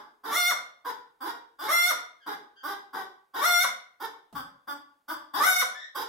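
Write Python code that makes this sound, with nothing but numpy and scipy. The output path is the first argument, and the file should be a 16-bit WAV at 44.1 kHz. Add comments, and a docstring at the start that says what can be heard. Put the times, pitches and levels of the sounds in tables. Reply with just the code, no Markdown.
"""In a hard-floored shed, beside a wooden coop, a hen cackles: short low clucks, and four times a cluck
that breaks upward into a loud, bright squawk. A few thin squeaks slip in, and there is one soft bump.
Clucks and squawks are pulse trains with turbulence, filtered by throat resonances; squeaks are sums
of a few sines; the bump is a decaying noise thud with a tick. The shed rings after each of them,
over a faint background of still air."""
import sys
import numpy as np
from scipy import signal
from scipy.fft import rfft, irfft, next_fast_len
from scipy.io import wavfile
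from scipy.ndimage import uniform_filter1d, map_coordinates

SR = 44100
rng = np.random.default_rng(int(sys.argv[2]) if len(sys.argv) > 2 else 0)


def output_pcm(signal):
    """Save a mono or channel-first signal as 16-bit PCM at the path in sys.argv[1].

    Samples are clipped to [-1, 1] before scaling.
    """
    pcm = np.clip(np.atleast_2d(signal).T, -1, 1) * 32767
    wavfile.write(sys.argv[1], SR, np.round(pcm).astype(np.int16))


N = 268402

# All call levels hold at the source, before the shed.
# Squawks: (time [s], length [s], climb time [s], pitch on arrival [Hz], held pitch [Hz],
# pitch of the last push [Hz], clear-voice body level at the start [dB], the same at the end [dB],
# clear-voice treble level [dB])
SQUAWK_CALLS = [ (.312, 0.21, 0.063, 715, 703.3, 722, -26, -24.5, -28.5),
                (1.68, 0.24, .056, 692.1, 701.8, 730.7, -22.5, -25.5, -28.5),
                (3.411, .243, .058, 713.2, 696.7, 748, -21.5, -24.5, -27.5),
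                (5.401, 0.23, .072, 752, 724, 743.2, -18, -25.5, -28), ]
# Clucks, the first just over as the scene opens: (time [s], length [s], climb time [s],
# top pitch before sag and wander [Hz], start level before the pressure deficit [dB], end level [dB],
# treble re body once the pressure is up [dB])
CLUCK_CALLS = [ (-.11, 0.078, .04, 426.4, -26, -44.5, -12.5),
               (0.236, 0.075, 0.033, 452.8, -36.5, -29.5, -11.5),
               (0.847, .059, .022, 476.5, -31.5, -32, -13), (1.205, 0.099, 0.088, 465.2, -36, -31, -12),
               (1.588, 0.084, 0.06, 449, -36, -29.5, -9.5), (2.262, 0.075, .018, 437.8, -30, -37, -12.5),
               (2.632, 0.098, 0.088, 428.2, -33, -34.5, -10), (2.931, 0.091, 0.026, 412.5, -31, -37, -13),
               (3.338, 0.068, 0.041, 453.8, -33.5, -27, -10.5), (4, 0.056, 0.038, 449.7, -35, -32.5, -10.5),
               (4.349, 0.062, 0.0208, 278.1, -30.5, -40, -10),
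               (4.674, .052, 0.0174, 298.6, -32, -34, -11.5),
               (5.082, 0.058, 0.017, 305.9, -28.5, -33.5, -10.5), (5.337, .065, 0.048, 435.3, -27, -28, -7),
               (5.949, 0.08, .044, 452, -29, -33, -8), ]
# Squeaks: (time [s], length [s], start pitch [Hz], end pitch [Hz], mid-call level [dB], roughness [0-1])
SQUEAK_CALLS = [ (2.203, .05, 1690, 1530, -56.5, 0.15), (2.561, .062, 1577, 1590, -50, 0.06),
                (5.743, 0.11, 1714, 1861, -41.5, 0.27), ]
# Throat resonances, beak wide open: (centre [Hz], width [Hz], level [dB])
OPEN_THROAT = [(596, 210, -15.5), (1153, 275, 11.5), (1491, 250, 2.5), (2104, 300, 3), (2825, 75, -22),
               (3568, 400, -1.5), (4262, 300, -7.5), (5120, 350, -14.5), (5730, 500, -3), (7180, 2100, -16),
               (9680, 680, -16), (12400, 4600, -21), (12300, 4600, -12.5)]
# Throat resonances, beak nearly shut: (centre [Hz], width [Hz], level [dB])
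SHUT_THROAT = [(306, 120, -7.5), (464, 150, -19.5), (846, 230, -6.5), (1055, 163, 3), (1500, 153, -1.5),
               (1840, 340, -16), (3617, 920, -13.5), (4934, 510, -17.5), (5720, 2100, -25), (7700, 94, -27),
               (9500, 240, -27.5), (11400, 730, -20), (13700, 2300, -23), (15400, 3800, -36)]
# Throat resonances of the lowest, most closed notes: (centre [Hz], width [Hz], level [dB])
LOW_THROAT = [(312, 130, -2.5), (831, 130, -13), (1092, 348, 9), (1515, 190, 4), (3430, 450, -15),
              (4844, 270, -12), (5870, 860, -27), (7930, 200, -23), (11000, 780, -29.5), (11400, 1100, -32),
              (13100, 3600, -30.5), (15100, 1600, -19.5)]
# Antiresonances of the windpipe: (centre [Hz], width [Hz], depth [dB])
WINDPIPE_NOTCHES = [(2585, 228, -8), (6230, 180, -14), (7430, 320, -2.5)]
# Bumps, before the shed: (time [s], level [dB])
BUMPS = [(4.327, -40)]
# Spectrum of the thud: (frequency [Hz], relative level [dB])
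THUD_COLOUR = [(25, -19.5), (90, -8), (190, 2.0), (400, -12.5), (850, -2.5), (2000, -24), (8000, -30)]
# Reverberation time of the shed: (frequency [Hz], t60 [s])
SHED_T60 = [(100, 0.56), (290, 0.41), (530, 0.52), (1400, 0.45), (3700, 0.43), (9700, 0.28), (16000, 0.25)]
# Spectrum of the ringing as it starts: (frequency [Hz], relative level [dB])
TAIL_COLOUR = [(100, 14), (300, -3), (600, 3), (1000, -2), (2200, 2.5), (4000, 1), (8000, 5), (16000, -4.5)]
# Spectral density of the still air: (frequency [Hz], relative level per Hz [dB])
AIR_COLOUR = [(25, -4.5), (90, -10.5), (300, -8), (1000, -6.5), (2500, -17), (5000, -20), (15000, -22)]
# Sensitivity of the left port over the right: (frequency [Hz], level difference [dB])
PORT_DIFFERENCE = [(200, 0), (900, -0.1), (2500, 1), (6000, -1), (7800, 3), (9000, -9), (11000, -7),
                   (15000, -7)]

LEAD = SR // 4  # samples of sound before time zero
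TOP_HZ, EDGE_HZ = 15900, 300  # band limit and the width of its slope
PORT_SPACING = 0.00051  # s of sound travel between the two ports
SWELL = .02  # s over which a call builds before its start

SQUAWK_START_HZ, SQUAWK_END_HZ = 553.8, 501.8  # where the voice enters and leaves the high register
HOLD_SHARE = .67  # part of a squawk that passes before the last push
COLLAPSE_S = 0.025  # the pitch falls away at the very end
CLEAN_HZ, BREAK_HZ = 680, 130  # clear from this pitch up, fully hoarse this far below it
HOARSE_BODY_DB, HOARSE_TREBLE_DB = 2, -6.5  # a hoarse voice is fuller and duller than a clear one

CLUCK_START_HZ = 271.8  # low croak at the start of each climb, before wander
CLUCK_SAG_HZ_PER_S = 500  # the pitch sinks once the climb is over
CLUCK_WANDER = .035  # scale of the random pitch wander, relative to the pitch
CLUCK_RISE_DB, CLUCK_RISE_S = 4, 0.02  # the pressure builds by this much at the start of a cluck
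CLUCK_DULL_START_DB = 1.5  # the treble lags behind the body while the pressure builds
SQUEAK_EDGE_DB = -2.5  # a squeak is softer at both ends than in its middle


def squawk(length, climb_s, arrival_hz, held_hz, push_hz, start_db, end_db, top_db):
    """Register break: a clear scream, hoarse where the pitch enters and leaves the high register."""
    t, gate = airflow(length, attack=.004, release=.006)
    pitch_hz = squawk_pitch(t, length, climb_s, arrival_hz, held_hz, push_hz)
    hoarse = np.clip((CLEAN_HZ - pitch_hz) / BREAK_HZ, 0, 1)
    db = np.interp(t, [0, length], [start_db, end_db]) + HOARSE_BODY_DB * hoarse
    treble_db = top_db + HOARSE_TREBLE_DB * hoarse - db  # re body
    pulses, puffs = syrinx(t, pitch_hz, jitter=.003 + .03 * hoarse, jitter_rate=220)

    # a slower second vibration puts side bands between the harmonics
    second_hz = 290 * (1 + 0.056 * wobble(t, 90))
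    second = np.sin(2 * np.pi * np.cumsum(second_hz) / SR)
    pulses = pulses * (1 + (.03 + .5 * hoarse) * second)

    body_rough = .03 + .6 * hoarse
    treble_rough = .06 + .75 * hoarse
    wide = voiced(pulses, puffs, OPEN_THROAT, 4650, treble_db, body_rough, treble_rough)
    narrow = voiced(pulses, puffs, SHUT_THROAT, 4350, treble_db, body_rough, treble_rough)
    shut = 0.32 * hoarse ** 2  # the beak opens as the pitch climbs
    return gate * amp(db) * ((1 - shut) * wide + shut * narrow)


def squawk_pitch(t, length, climb_s, arrival_hz, held_hz, push_hz):
    """Pitch follows tension: it climbs, settles, lifts with a last push and collapses."""
    top_hz = np.interp(t, [climb_s, HOLD_SHARE * length, length - COLLAPSE_S, length],
                       [arrival_hz, held_hz, push_hz, SQUAWK_END_HZ])
    return SQUAWK_START_HZ + (top_hz - SQUAWK_START_HZ) * climb(t, climb_s)


def cluck(length, climb_s, top_hz, start_db, end_db, treble_db):
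    """Irregular vibration: a croaky note climbs and sags while the throat opens a little with pitch."""
    t, gate = airflow(length, attack=.0015, release=.006)
    pitch_hz = CLUCK_START_HZ + (top_hz - CLUCK_START_HZ) * climb(t, climb_s)
    pitch_hz = pitch_hz - CLUCK_SAG_HZ_PER_S * np.maximum(np.minimum(t, length) - climb_s, 0)
    pitch_hz = pitch_hz * (1 + CLUCK_WANDER * wobble(t, 110.2))

    slack = 1 - climb(t, CLUCK_RISE_S)  # pressure still missing, 1 to 0
    db = np.interp(t, [0, length], [start_db, end_db]) - CLUCK_RISE_DB * slack
    treble_db = treble_db - CLUCK_DULL_START_DB * slack

    pulses, puffs = syrinx(t, pitch_hz, jitter=.022, jitter_rate=300)
    shimmer_db = 1.8 * wobble(t, 250)  # the strength of the pulses varies at random
    pulses = pulses * amp(shimmer_db)
    low = voiced(pulses, puffs, LOW_THROAT, 4030, treble_db, body_rough=.3, treble_rough=.6)
    high = voiced(pulses, puffs, SHUT_THROAT, 4350, treble_db, body_rough=.45, treble_rough=.8)
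    opening = np.clip((pitch_hz - 315) / 70, 0, 1)
    return gate * amp(db) * ((1 - opening) * low + opening * high)


def squeak(length, start_hz, end_hz, middle_db, rough):
    """Few harmonics sound thin: a wavering whistle glides, swells and fades."""
    t, gate = airflow(length, attack=.004, release=.009)
    pitch_hz = np.interp(t, [0, length], [start_hz, end_hz])
    pitch_hz = pitch_hz * (1 + (0.023 + 0.062 * rough) * wobble(t, 700))
    db = middle_db + SQUEAK_EDGE_DB * np.interp(t, [0, length / 2, length], [1, 0, 1])
    phase = 2 * np.pi * np.cumsum(pitch_hz) / SR
    harmonics_db = (0, -4, -14, -26)  # relative to the fundamental
    whistle = sum(amp(level) * np.sin(k * phase) for k, level in enumerate(harmonics_db, 1))
    return gate * amp(db) * unit(whistle)


def syrinx(t, pitch_hz, jitter, jitter_rate, smear=0.046):
    """Membrane oscillation: one slightly spread pulse a cycle, each with a puff of turbulence."""
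    phase = 2 * np.pi * np.cumsum(pitch_hz * (1 + jitter * wobble(t, jitter_rate))) / SR
    k = np.arange(1, int(TOP_HZ / pitch_hz.min()) + 2)[:, None]  # harmonic numbers
    below_nyquist = k * pitch_hz < SR / 2
    pulses = np.sum(np.cos(k * phase - smear * k ** 2) * below_nyquist, axis=0)
    puffs = rng.standard_normal(SR)[:len(t)] * (1 + np.cos(phase))
    return unit(pulses), unit(puffs)


def voiced(pulses, puffs, modes, notch_hz, treble_db, body_rough, treble_rough):
    """Source and filter: the throat shapes body and noisier treble; treble_db sets treble re body."""
    low = lambda hz: 1 / (1 + (hz / 2600) ** 16)
    body = filtered(pulses + body_rough * puffs, lambda hz: throat(modes, notch_hz, hz) * low(hz))
    treble = filtered(pulses + treble_rough * puffs,
                      lambda hz: throat(modes, notch_hz, hz) * (1 - low(hz)))
    return steady(body) + amp(treble_db) * steady(treble)


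def throat(modes, notch_hz, hz, floor_db=-40):
    """Resonance and antiresonance: a causal response whose notch at notch_hz goes with the beak."""
    gain = sum(amp(db) / (1 + (2 * (hz - centre) / width) ** 2) for centre, width, db in modes)
    notches = list(WINDPIPE_NOTCHES) + [(notch_hz, 200, -15)]
    notch_db = sum(db * np.exp(-((hz - centre) / width) ** 2) for centre, width, db in notches)
    gain = gain * amp(notch_db)
    # a low floor around 100 Hz keeps the response from falling to nothing just below the voice
    floor = amp(floor_db) * (hz / 100) ** 2 / (1 + (hz / 100) ** 4)
    gain = gain * hz ** 4 / (hz ** 4 + 210 ** 4) + floor
    # folding the cepstrum forward in time gives the minimum-phase response
    cepstrum = irfft(np.log(gain + 1e-5))
    cepstrum[len(cepstrum) // 2:] = 0
    cepstrum[1:] *= 2
    return np.exp(rfft(cepstrum))


def airflow(length, attack, release):
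    """Self-excitation: vibration grows exponentially, saturates, and dies when the air stops."""
    t = np.arange(int(length * SR) + SR // 16) / SR - SWELL  # s from the start of the call
    onset = 1 / (1 + np.exp(1 - t / attack))
    decay = np.exp(-np.maximum(t - length, 0) / release)
    return t, onset * decay


def climb(t, duration):
    """Membrane tension: a smooth step from 0 to 1 as the membranes tighten."""
    return np.sin(np.pi / 2 * np.clip(t / duration, 0, 1)) ** 2


def bump(thud_db=-6, tick_db=-11, t60=0.16):
    """Damped impact: a decaying low noise thud with a brief tick at its start."""
    t = np.arange(SR // 2) / SR
    thud = unit(filtered(rng.standard_normal(len(t)), lambda hz: amp(along(THUD_COLOUR, hz))))
    tick = amp(-60 * t / .008) * rng.standard_normal(len(t))
    return amp(thud_db - 60 * t / t60) * thud + amp(tick_db) * tick


def shed(x, direct_db=-6.5, early_db=-4, early_t60=0.051, tail_db=-4, build=0.0062):
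    """Reverberation at two ports: direct sound, floor and coop reflections, then the shed's ringing."""
    hz, frame_s, noise = signal.stft(rng.standard_normal((2, SR)), SR, nperseg=256)
    decay_db = along(TAIL_COLOUR, hz)[:, None] - 60 * frame_s / along(SHED_T60, hz)[:, None]
    tail = signal.istft(noise * amp(decay_db), SR, nperseg=256)[1][:, :SR]
    t = np.arange(SR) / SR
    tail = tail * (1 - np.exp(-t / build))

    sparse = (rng.random(SR) < .02) * (t > .001)
    early = rng.standard_normal((2, SR)) * sparse * amp(-60 * t / early_t60)
    echoes = (amp(early_db) * unit(early) + amp(tail_db) * unit(tail)) / np.sqrt(SR)

    def mid_side(hz):
        # long waves reach both ports alike, short ones differ
        coherence = np.clip(0.84 * np.sinc(2 * hz * PORT_SPACING), -1, 1)
        return np.sqrt((1 + np.outer([1, -1], coherence)) / 2)

    mid, side = filtered(echoes, mid_side)
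    answer = np.array([mid + side, mid - side])
    answer[:, 0] += amp(direct_db)
    return signal.fftconvolve(x[None], answer, axes=1)


def air(level_db=-80):
    """Partly coherent noise: faint still air, mostly alike at both ports."""
    noise = rng.standard_normal(N) + 0.24 * rng.standard_normal((2, N))
    return amp(level_db) * unit(filtered(noise, lambda hz: amp(along(AIR_COLOUR, hz))))


def amp(db):
    """Logarithmic level: decibels to amplitude gain."""
    return 10 ** (np.asarray(db) / 20)


def unit(x):
    """Normalisation: scale to rms 1."""
    return x / np.sqrt(np.mean(x ** 2) + 1e-20)


def steady(x):
    """Level equalisation: hold the short-time rms near 1."""
    power = np.abs(uniform_filter1d(x ** 2, size=600))
    return x / np.sqrt(power + 1e-3 * np.mean(x ** 2))


def along(points, hz):
    """Interpolation: (frequency [Hz], value) points read on a log frequency axis."""
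    f, v = np.transpose(points)
    return np.interp(np.log(hz + 1), np.log(f), v)


def wobble(t, rate):
    """Slow random modulation: a smooth curve over the times t, rate knots a second."""
    at = (t - t[0]) * rate
    return map_coordinates(rng.standard_normal(4096), [at], mode="wrap")


def filtered(x, response):
    """Linear filtering: the spectrum of x times a response of frequency."""
    n = x.shape[-1]
    m = 2 * next_fast_len(n // 2 + 4096)
    return irfft(rfft(x, m) * response(np.fft.rfftfreq(m, 1 / SR)), m)[..., :n]


def add(track, s, sound):
    """Superposition: mix a stereo sound into the track from time s on."""
    rest = track[:, LEAD + round(s * SR):][:, :sound.shape[1]]
    rest += sound[:, :rest.shape[1]]


def scene():
    """Superposition: each call draws new echoes, as for a hen that moves her head between calls."""
    track = np.zeros((2, LEAD + N))
    for call, table in ((squawk, SQUAWK_CALLS), (cluck, CLUCK_CALLS), (squeak, SQUEAK_CALLS)):
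        for s, *shape in table:
            add(track, s - SWELL, shed(call(*shape)))
    for s, db in BUMPS:
        add(track, s, shed(amp(db) * bump()))
    return track[:, LEAD:] + air()


def record(dry):
    """Port response: the ports differ in the treble, deep bass rolls off, the top is band-limited."""
    def response(hz):
        ports = amp(np.outer([.5, -.5], along(PORT_DIFFERENCE, hz)))
        bass_cut = hz / np.hypot(hz, 45)
        band_limit = np.clip((TOP_HZ - hz) / EDGE_HZ + .5, 0, 1)
        return ports * bass_cut * band_limit

    return filtered(dry, response)


dry = scene()
out = record(dry)
output_pcm(out)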